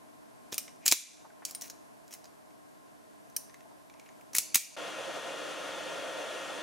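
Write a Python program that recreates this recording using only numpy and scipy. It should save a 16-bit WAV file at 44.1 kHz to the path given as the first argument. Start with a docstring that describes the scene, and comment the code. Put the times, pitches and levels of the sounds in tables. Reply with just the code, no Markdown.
"""A workshop with a wooden bench; a fan hums in the background. A steel automatic wire stripper grips,
scrapes, snaps open and springs shut: steel blows crack and ring, sliding faces stick and slip, the return
spring creaks and twangs. A gain control ducks the sound after the hardest snaps.
Then the scene changes: a small heat gun blows steadily on a heat-shrink sleeve, its jet rushing through
the barrel's resonances, with thin whistles from the nozzle."""
import sys
import numpy as np
from scipy import signal
from scipy.fft import rfft, irfft, next_fast_len
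from scipy.io import wavfile
from scipy.ndimage import uniform_filter1d, minimum_filter1d, map_coordinates

SR = 44100
rng = np.random.default_rng(int(sys.argv[2]) if len(sys.argv) > 2 else 0)


def digitize_waveform(pressure):
    """Quantize a signal to 16-bit integers and store it at the path in sys.argv[1].

    Rows of a 2-D input are taken as channels; values are limited to [-1, 1].
    """
    field = np.atleast_2d(pressure).T
    bounded = np.clip(field, -1, 1)
    quanta = np.round(bounded * 32767).astype(np.int16)
    wavfile.write(sys.argv[1], SR, quanta)


N = 292054
SCENE_CHANGE_S = 4.763

# fan air noise (frequency [Hz], relative density [dB])
FAN_SPECTRUM = [(18, -63), (30, -24), (274, -3), (296, -6.5), (567, -8), (645, -0.5), (1270, -9),
                (2250, -17.5), (3230, -20), (12200, -20), (15000, -43)]
# fan stereo width (frequency [Hz], side re mid [dB])
FAN_WIDTH = [(60, 0), (110, 14), (200, 9.5), (380, 9.5), (700, 3.5), (1290, 4), (2380, 3.5), (4400, -3),
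             (8120, -4.5), (15000, -7.5)]
# fan housing resonances (centre [Hz], width [Hz], boost [dB])
HOUSING_PEAKS = [(302, 8.9, 13), (438, 125, 1.5), (622, 42, 4.5), (733, 65, 2.5), (786, 45, -7),
                 (1053, 55, 9.5), (1208, 290, -4), (1620, 29, 6)]

# heat gun jet noise (frequency [Hz], relative density [dB])
JET_SPECTRUM = [(18, -74), (30, -43), (147, -20.5), (234, -18), (304, -6.5), (374, -9), (538, 0.5),
                (794, -8), (1370, -10), (1830, -15.5), (1970, -13), (3320, -13), (3880, -18.5),
                (9640, -25.5), (15000, -43)]
# jet stereo width (frequency [Hz], side re mid [dB])
JET_WIDTH = [(60, 17), (110, -6), (200, 9), (380, -6.5), (700, -6), (1290, -8.5), (2380, -9.5), (4400, -11),
             (8120, -10), (15000, -1)]
# heat gun balance (frequency [Hz], left re right [dB])
GUN_BALANCE = [(60, -1.5), (110, 4.5), (200, -4), (380, -2.5), (700, 0.5), (1290, 2), (2380, 2),
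               (4400, 2.5), (8120, 0.5), (15000, 1)]
# barrel and nozzle resonances (centre [Hz], width [Hz], boost [dB])
BARREL_PEAKS = [(166.5, 31, 5), (305, 21, 3), (539, 17, 5.5), (570, 17, -3), (612, 25, 7), (682, 74, 3.5),
                (924, 20, 6), (1074, 20, 4), (1410, 235, 6.5), (2514, 18, 6.5), (2785, 140, 5.5),
                (3260, 55, 4), (3440, 290, 4.5), (4330, 90, 3), (5240, 570, -2.5), (6000, 1140, 4.5),
                (7200, 510, 2), (8100, 590, -3), (9600, 500, 1.5)]
# uneven level of the jet noise around 570 Hz (time [s], relative level [dB])
JET_BAND_LEVEL = [(4.78, -43.5), (4.814, -42.5), (4.944, -51), (5.0, -40.5), (5.04, -50.5), (5.096, -37),
                  (5.132, -54), (5.174, -37), (5.22, -50), (5.272, -39.5), (5.292, -46), (5.348, -42),
                  (5.374, -48), (5.446, -40.5), (5.542, -51), (5.574, -41.5), (5.716, -45.5), (6.28, -42.5),
                  (6.296, -44), (6.45, -47), (6.47, -49.5), (6.548, -44), (6.568, -42.5), (6.62, -45)]
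# nozzle whistles (frequency [Hz], relative level [dB])
NOZZLE_WHISTLES = [(1233, -59), (1696, -55.5), (1852, -53)]
# whistle pitch creep (time [s], offset [cents])
WHISTLE_BEND = [(4.8, 1), (4.9, -2), (5.75, -2.5), (6.6, 10.5)]

# workshop reverb decay (frequency [Hz], t60 [s])
ROOM_DECAY = [(200, 0.3), (1200, 0.43), (2500, 0.48), (6500, 0.45), (10000, 0.4), (15000, 0.19)]
# workshop reverb colour (frequency [Hz], relative level [dB])
ROOM_SPECTRUM = [(200, -3), (700, -21), (1400, -5), (2300, 1), (6500, 0.2), (15000, 2.5)]

# spring rubbing under load (start [s], end [s], level [dB])
SPRING_CREAKS = [(0.803, 0.864, -61), (3.899, 4.172, -69)]
# return spring mode clusters (centre [Hz], relative level [dB])
SPRING_MODES = [(2400, -9), (2650, -2), (4470, 1), (4660, -1), (6030, 4), (6850, 1)]
# jolts of the spring (time [s], level [dB])
SPRING_TWANGS = [(4.383, -57), (4.5557, -54)]
# spring and pivot ticks (time [s], relative level [dB], ping [Hz], treble sheen [dB])
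PIVOT_TICKS = [(0.6794, -42, 2200, -17), (2.505, -57, 2230, -17), (3.299, -54, 6060, 4),
               (3.4958, -49.5, 1900, -19), (3.5426, -44, 2120, -8), (3.606, -50, 1910, -16),
               (3.8984, -48.5, 2350, -14), (3.939, -52, 2500, -18), (3.997, -45.5, 2250, -8),
               (4.061, -50, 2380, -14), (4.089, -48.5, 2230, -17), (4.21, -51, 2400, 0)]
# handles shifting in the hand (time [s], level [dB], pitch [Hz])
HANDLE_KNOCKS = [(1.247, -53, 900), (1.301, -59.5, 1570), (1.4196, -56, 900), (1.421, -58, 1740),
                 (3.651, -60, 830), (3.71, -59, 930), (3.945, -60.5, 880), (4.105, -60, 760),
                 (4.193, -59.5, 970)]
# handles stopping on the palm (time [s], level [dB], push [Hz], push t60 [s], clack re push [dB])
PALM_THUMPS = [(0.5256, -33.5, 344, 0.023, -20), (0.528, -38, 463, 0.027, -20),
               (0.9225, -13, 344, 0.014, 9), (4.384, -41, 229, .028, 10), (4.5567, -35, 218, 0.037, 15)]
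# gripping jaw modes (frequency [Hz], relative level [dB], t60 [s])
GRIPPER_MODES = [(1250, -20, .02), (2410, -8, .02), (3050, -13, .02), (5620, -3, .024), (8860, -7, .025),
                 (9850, -3, .025), (10450, -2, .025), (12700, -7, .02), (14500, -7, .02)]
# gripping jaw dropping onto its seat (time [s], level [dB])
GRIPPER_CLINKS = [(0.58, -27), (1.4522, -35), (3.365, -27.5)]
# broad jaw resonances (centre [Hz], width [Hz], boost [dB])
JAW_PEAKS = [(2390, 410, 1.5), (4060, 160, 6), (4490, 117, -2.5), (5470, 950, 3), (6570, 710, 2.5),
             (7800, 430, -0.5), (10150, 1100, 3)]
# steel frame mode clusters (centre [Hz], relative level [dB])
FRAME_MODES = [(1797, -14), (2400, -15), (2920, -7), (3980, -1.5), (4520, -9.5), (5650, -3.5), (6220, -13),
               (6800, -1.5), (7300, 6), (9100, 4.5), (10400, -2), (12600, -19), (14200, -15)]
# sliding steel noise (frequency [Hz], relative level [dB])
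SCRAPE_SPECTRUM = [(60, -42), (300, -28), (1300, -11), (2300, -1), (4000, -9), (6500, -0.5), (8500, -6),
                   (15000, -5)]
# steel sliding to a stop (start [s], length [s], relative level [dB])
JAW_SCRAPES = [(0.517, 0.022, -42.5), (0.853, 0.041, -32.5), (0.914, 0.012, -17), (1.46, 0.044, -51),
               (1.613, 0.069, -50.5), (2.105, 0.048, -50.5), (4.3445, 0.033, -32), (4.543, 0.016, -16),
               (4.562, 0.018, -27)]
# steel on steel: grip, part, tear off the insulation, rattle, squeeze, let go, spring shut
# (time [s], level [dB], low knock [dB], treble sheen [dB], ping [Hz], ping re crack [dB], ping t60 [s])
JAW_BLOWS = [ (0.5226, -38.5, -7, -10, 6000, -15, .02), (0.5266, -36.5, -4, -12, 3400, -7, 0.023),
             (0.5427, -33.5, -14, -7, 9300, -5, 0.022), (.5803, -23.5, -19.5, 0.5, 2660, -15.5, 0.013),
             (0.8585, -28, -10, -3, 7500, -7, .015), (.862, -22.5, -16, -5, 7130, -1, 0.0074),
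             (0.8793, -15.5, -24.5, -6, 5400, -17, .015), (.913, -22, -29, -7, 7300, 2, .015),
             (0.916, -14.5, -30, -17, 7290, -9, 0.016), (0.9224, -4.5, -10.5, -6, 7420, -15, .014),
             (1.4511, -29, -34, -7.5, 4670, -12, 0.014), (1.5094, -39.5, -9, -6.5, 12700, -8, .04),
             (1.5487, -36.5, -14, -2.5, 9140, 1.5, 0.036), (1.6108, -40, -28, -6, 6700, -6, .02),
             (1.6194, -38.5, -8, -4, 5870, 0.5, 0.019), (1.6989, -39, -17, -10.5, 6400, -23, .015),
             (2.079, -55, -10.5, -9, 6860, -13, .03), (2.128, -46, -6, -8, 6900, -7, 0.022),
             (2.138, -40.5, -8, -2, 7250, -10, .015), (2.2427, -52, -4, -14, 4840, -11, .015),
             (2.255, -52, -2.5, -14, 4700, -8, .015), (3.3641, -26, -16.5, 6.5, 5840, -7.5, 0.017),
             (4.3323, -43, 0, -3, 5970, -2, 0.048), (4.3503, -23.5, -7.5, 0, 2100, -8.5, 0.013),
             (4.365, -26, -22, 1, 12730, -8, .02), (4.3836, -16.5, -18, -2, 5900, -16, 0.012),
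             (4.545, -23.5, -14, 3, 6500, -5, .02), (4.5482, -23, -17, -1, 6500, -1, .02),
             (4.5554, -9, -12.5, -2, 6640, -12, 0.018)]


def amp(db):
    """Decibels to gain."""
    return 10 ** (np.asarray(db) / 20)


def unit(x):
    """Scale to rms 1."""
    return x / np.sqrt(np.mean(x ** 2) + 1e-20)


def along(points, hz):
    """Interpolate (frequency [Hz], value) points on a log axis."""
    knots_hz, values = np.transpose(points)
    return np.interp(np.log(hz + 1), np.log(knots_hz + 1), values)


def curve(points):
    """Interpolate (time [s], value) points per sample."""
    return np.interp(np.arange(N) / SR, *np.transpose(points))


def bells(peaks, hz):
    """Sum of bell-shaped resonances."""
    return sum(height / (1 + (2 * (hz - centre) / width) ** 2) for centre, width, height in peaks)


def wobble(rate_hz):
    """Smooth random curve."""
    knots = rng.standard_normal(int(N * rate_hz / SR) + 4)
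    return map_coordinates(knots, [np.arange(N) * rate_hz / SR])


def filtered(x, response):
    """Apply a frequency response."""
    n = x.shape[-1]
    size = next_fast_len(n + SR // 10)
    return irfft(rfft(x, size) * response(np.fft.rfftfreq(size, 1 / SR)), size)[..., :n]


def cluster(modes, width_hz, t60_s, t):
    """Close modes beating into a rough ring, energy 1."""
    peaks = [(hz, width_hz, amp(db)) for hz, db in modes]
    ring = filtered(rng.standard_normal(len(t)), lambda hz: bells(peaks, hz)) * amp(-60 * t / t60_s)
    return ring / np.linalg.norm(ring)


def air_noise(spectrum, peaks, width):
    """Stereo rush of air through resonances, mid at rms 1."""
    colour = lambda hz: amp(along(spectrum, hz) + bells(peaks, hz))
    mid, side = (unit(filtered(rng.standard_normal(N), colour)) for _ in range(2))
    side = filtered(side, lambda hz: amp(along(width, hz)))
    return np.array([mid + side, mid - side])


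def air_tones(lines, drift_hz, flutter_db, glide=1):
    """Air-driven tones wavering in pitch and level."""
    waver = lambda hz: np.sin(2 * np.pi * np.cumsum(hz * glide + drift_hz * wobble(40)) / SR)
    return np.sqrt(2) * sum(amp(db + flutter_db * wobble(13)) * waver(hz) for hz, db in lines)


def fan(air_db=-60.5, waver_db=0.5, hum_hz=242, hum_db=-71, hold_s=0.78, fade_db_per_s=16):
    """Distant fan: air noise in a resonant housing, over a low hum that fades early."""
    air = amp(air_db + waver_db * wobble(5.594)) * air_noise(FAN_SPECTRUM, HOUSING_PEAKS, FAN_WIDTH)
    fade_db = fade_db_per_s * np.maximum(np.arange(N) / SR - hold_s, 0)
    return air + air_tones([(hum_hz, hum_db - fade_db)], drift_hz=7.1, flutter_db=1.5)


def bench_comb(hz, echo_db=-19, delay_range_s=(0.00199, 0.03), above_hz=1200, count=10):
    """Weak reflections from things on the bench ripple the treble."""
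    delays_s = rng.uniform(*delay_range_s, (count, 1))
    echoes = amp(echo_db) * np.exp(-2j * np.pi * hz * delays_s).sum(axis=0)
    return 1 + echoes * hz ** 2 / (hz ** 2 + above_hz ** 2)


def uneven_band(jet, centre_hz=570, width_hz=280, flutter_db=0.7):
    """Uneven level of the jet noise around 570 Hz."""
    band = filtered(jet, lambda hz: bells([(centre_hz, width_hz, 1)], hz))
    level_db = curve(JET_BAND_LEVEL)
    return jet + band * (amp(level_db - level_db.mean() + flutter_db * wobble(26)) - 1)


def heat_gun(jet_db=-40.15, flutter_db=0.42, whistle_gain_db=-3, rise_db_per_s=1.5):
    """A hot jet rushes through the barrel and whistles at the nozzle."""
    jet = air_noise(JET_SPECTRUM, BARREL_PEAKS, JET_WIDTH)
    jet = uneven_band(filtered(jet, bench_comb))
    jet *= amp(jet_db + flutter_db * wobble(25))
    blowing_s = np.arange(N) / SR - SCENE_CHANGE_S
    glide = 2 ** (curve(WHISTLE_BEND) / 1200)
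    whistles = air_tones(NOZZLE_WHISTLES, drift_hz=4, flutter_db=-0.5, glide=glide)
    whistles *= amp(whistle_gain_db + rise_db_per_s * blowing_s)
    return filtered(jet + whistles, lambda hz: amp(np.outer([0.5, -0.5], along(GUN_BALANCE, hz))))


def in_room(x, late_db=-12, early_db=-12, early_t60_s=0.058, gap_s=0.003, side_db=-6,
            spread_db=-14, spread_hz=9000):
    """Direct sound, early bench reflections and workshop reverb, in stereo."""
    hz, frame_s, noise = signal.stft(rng.standard_normal((2, SR // 2)), SR, nperseg=256)
    decay_db = along(ROOM_SPECTRUM, hz)[:, None] - 60 * frame_s / along(ROOM_DECAY, hz)[:, None]
    late = signal.istft(noise * amp(decay_db), SR, nperseg=256)[1]
    t = np.arange(late.shape[1]) / SR
    early = rng.standard_normal(late.shape) * amp(-60 * t / early_t60_s)
    echoes = sum(amp(db) * ir / np.linalg.norm(ir[0]) for db, ir in [(late_db, late), (early_db, early)])
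    echoes = np.pad(echoes, ((0, 0), (round(gap_s * SR), 0)))
    mid, side = signal.fftconvolve(x[None], echoes, axes=1)
    mid[:len(x)] += x
    side *= amp(side_db)
    # short waves arrive slightly out of step left and right
    skew = filtered(x, lambda hz: 1j * hz / spread_hz)
    side[:len(x)] += rng.choice([-1, 1]) * amp(spread_db) * skew
    return mid + side, mid - side


def spring_creak(rub_hz=2300, rub_width_hz=700, rasp_hz=6000, rasp_width_hz=2500, rasp_db=-13,
                 uneven_db=3):
    """The return spring rubs softly as the handles are squeezed."""
    t = np.arange(N) / SR
    swell = sum(amp(db) * np.sin(np.pi * np.clip((t - start_s) / (end_s - start_s), 0, 1))
                for start_s, end_s, db in SPRING_CREAKS)
    bands = [(rub_hz, rub_width_hz, 1), (rasp_hz, rasp_width_hz, amp(rasp_db))]
    rub = unit(filtered(rng.standard_normal(N), lambda hz: bells(bands, hz)))
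    return swell * amp(uneven_db * wobble(70)) * rub


def spring_twang(db, width_hz=420, t60_s=0.97):
    """The return spring shivers on after the handles stop."""
    return amp(db) * unit(cluster(SPRING_MODES, width_hz, t60_s, np.arange(SR // 2) / SR))


def handle_knock(db, hz, t60_s=0.053, attack_s=0.0015):
    """Dull, padded contact with no crack."""
    t = np.arange(SR // 8) / SR
    body = (1 - np.exp(-t / attack_s)) * cluster([(hz, 0)], 0.5 * hz, t60_s, t)
    return amp(db) * body / np.sqrt(np.mean(body[:SR // 100] ** 2))


def palm_thump(db, push_hz, push_t60_s, clack_db, clack_hz=1030, clack_t60_s=0.0074, attack_s=0.0012):
    """Short push and hollow clack, both damped by the hand."""
    t = np.arange(SR // 10) / SR
    push = amp(-60 * t / push_t60_s) * np.sin(2 * np.pi * push_hz * t)
    clack = amp(clack_db - 60 * t / clack_t60_s) * np.sin(2 * np.pi * clack_hz * t)
    return amp(db) * (1 - np.exp(-t / attack_s)) * (push + clack)


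def gripper_clink(db, attack_s=0.00051, scatter_db=4.5):
    """Clean modes of the gripping jaw, soon damped by its seat."""
    t = np.arange(SR // 10) / SR
    ring = sum(amp(mode_db + rng.normal(0, scatter_db) - 60 * t / t60_s)
               * np.sin(2 * np.pi * (hz * t + rng.random())) for hz, mode_db, t60_s in GRIPPER_MODES)
    return amp(db) * (1 - np.exp(-t / attack_s)) * ring


def jaw_scrape(length_s, slips_per_s=3500, slip_t60_s=0.0044, swell_s=0.0044):
    """Steel sticks and slips: a dense run of tiny, uneven cracks."""
    t = np.arange(SR // 8) / SR
    slips = (rng.random(len(t)) < slips_per_s / SR) * rng.uniform(0.52, 1, len(t)) * (t < length_s)
    slips *= 1 - np.exp(-t / swell_s)
    envelope = signal.fftconvolve(slips, amp(-60 * t / slip_t60_s))[:len(t)]
    grit = envelope * rng.standard_normal(len(t))
    grit = filtered(grit, lambda hz: amp(along(SCRAPE_SPECTRUM, hz) + bells(JAW_PEAKS, hz)))
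    return grit * np.sqrt(length_s * SR) / np.linalg.norm(grit)


def steel_contact(db, knock_db, bite_db, sheen_db, ping_hz, ping_db, ping_t60_s, ping_width_hz=520,
                  attack_s=0.0012, crack_t60_s=0.0073, chatter_db=-19, chatter_t60_s=0.05, ring_db=-24):
    """One blow: sharp crack, chatter of loose joints, ping of the struck part, ring of the frame."""
    t = np.arange(SR // 4) / SR
    rise = 1 - np.exp(-t / attack_s)
    envelope = rise * (amp(-60 * t / crack_t60_s) + amp(chatter_db - 60 * t / chatter_t60_s))
    # (frequency [Hz], relative level [dB])
    colour = [(30, knock_db - 33.5), (110, knock_db - 12.5), (260, knock_db + 4.5),
              (430, knock_db + 0.5), (1200, knock_db + 0.5), (1650, (knock_db + bite_db) / 2 - 4.5),
              (2300, bite_db - 10.5), (3400, bite_db - 10), (4400, -3.5), (7200, -0.5),
              (8500, sheen_db), (15000, sheen_db - 0.5)]
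    burst = envelope * rng.standard_normal(len(t))
    crack = filtered(burst, lambda hz: amp(along(colour, hz) + bells(JAW_PEAKS, hz)))
    crack /= np.sqrt(np.mean(crack[:SR // 300] ** 2))
    ping = rise * cluster([(ping_hz, 0)], ping_width_hz, ping_t60_s, t)
    ping *= amp(ping_db) / np.linalg.norm(ping)
    ring = amp(ring_db) * cluster(FRAME_MODES, width_hz=300, t60_s=0.33, t=t)
    return amp(db) * (crack + np.linalg.norm(crack) * (ping + ring))


def pivot_tick(db, ping_hz, sheen_db):
    """Light contact in a loaded pivot or the spring."""
    return steel_contact(db, knock_db=0, bite_db=10, sheen_db=sheen_db, ping_hz=ping_hz, ping_db=-1,
                         ping_t60_s=0.024, ping_width_hz=650, chatter_db=-25.5)


def jaw_blow(db, knock_db, sheen_db, *ping):
    """Steel hits steel; harder, heavier blows bite more at 2-3 kHz."""
    bite_db = 7.5 + 0.22 * knock_db + 0.087 * db
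    return steel_contact(db, knock_db, bite_db, sheen_db, *ping)


def wire_stripper(scrape_gain_db=-1, tick_gain_db=-8):
    """Impacts, scrapes and twangs of the tool, each with its own echoes."""
    sounds = [(s, jaw_blow(*blow)) for s, *blow in JAW_BLOWS]
    sounds += [(s, amp(db + scrape_gain_db) * jaw_scrape(length_s)) for s, length_s, db in JAW_SCRAPES]
    sounds += [(s, pivot_tick(db + tick_gain_db, hz, sheen_db)) for s, db, hz, sheen_db in PIVOT_TICKS]
    sounds += [(s, handle_knock(db, hz)) for s, db, hz in HANDLE_KNOCKS]
    sounds += [(s, palm_thump(*thump)) for s, *thump in PALM_THUMPS]
    sounds += [(s, spring_twang(db)) for s, db in SPRING_TWANGS]
    pairs = [(s, in_room(sound)) for s, sound in sounds]
    pairs += [(s, in_room(gripper_clink(db), late_db=-23)) for s, db in GRIPPER_CLINKS]
    mix = np.zeros((2, N))
    for start_s, pair in pairs:
        for track, sound in zip(mix, pair):
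            span = track[round(start_s * SR):][:len(sound)]
            span += sound[:len(span)]
    return mix


def gain_control(x, limit_db=-18.5, hold_s=0.13, release_db_per_s=65):
    """Loud snaps pull the gain down at once; it holds, then climbs back."""
    power = uniform_filter1d(np.mean(x ** 2, axis=0), size=SR // 80)
    level_db = 10 * np.log10(np.abs(power) + 1e-12)
    span = int(hold_s * SR)
    held_db = minimum_filter1d(np.minimum(limit_db - level_db, 0), span, origin=(span - 1) // 2)
    climb_db = release_db_per_s * np.arange(N) / SR
    return x * amp(np.minimum.accumulate(held_db - climb_db) + climb_db)


def scene(fade_s=0.0067):
    """Stripper and fan, a quick fade out and in, then the heat gun."""
    ramp = (np.arange(N) / SR - SCENE_CHANGE_S) / fade_s
    bench = gain_control(wire_stripper() + spring_creak() + fan())
    return np.clip(-ramp, 0, 1) * bench + np.clip(ramp, 0, 1) * heat_gun()


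def record(dry):
    """Steep low-pass at 15.9 kHz."""
    return filtered(dry, lambda hz: 1 / (1 + (hz / 15900) ** 120))


dry = scene()
out = record(dry)
digitize_waveform(out)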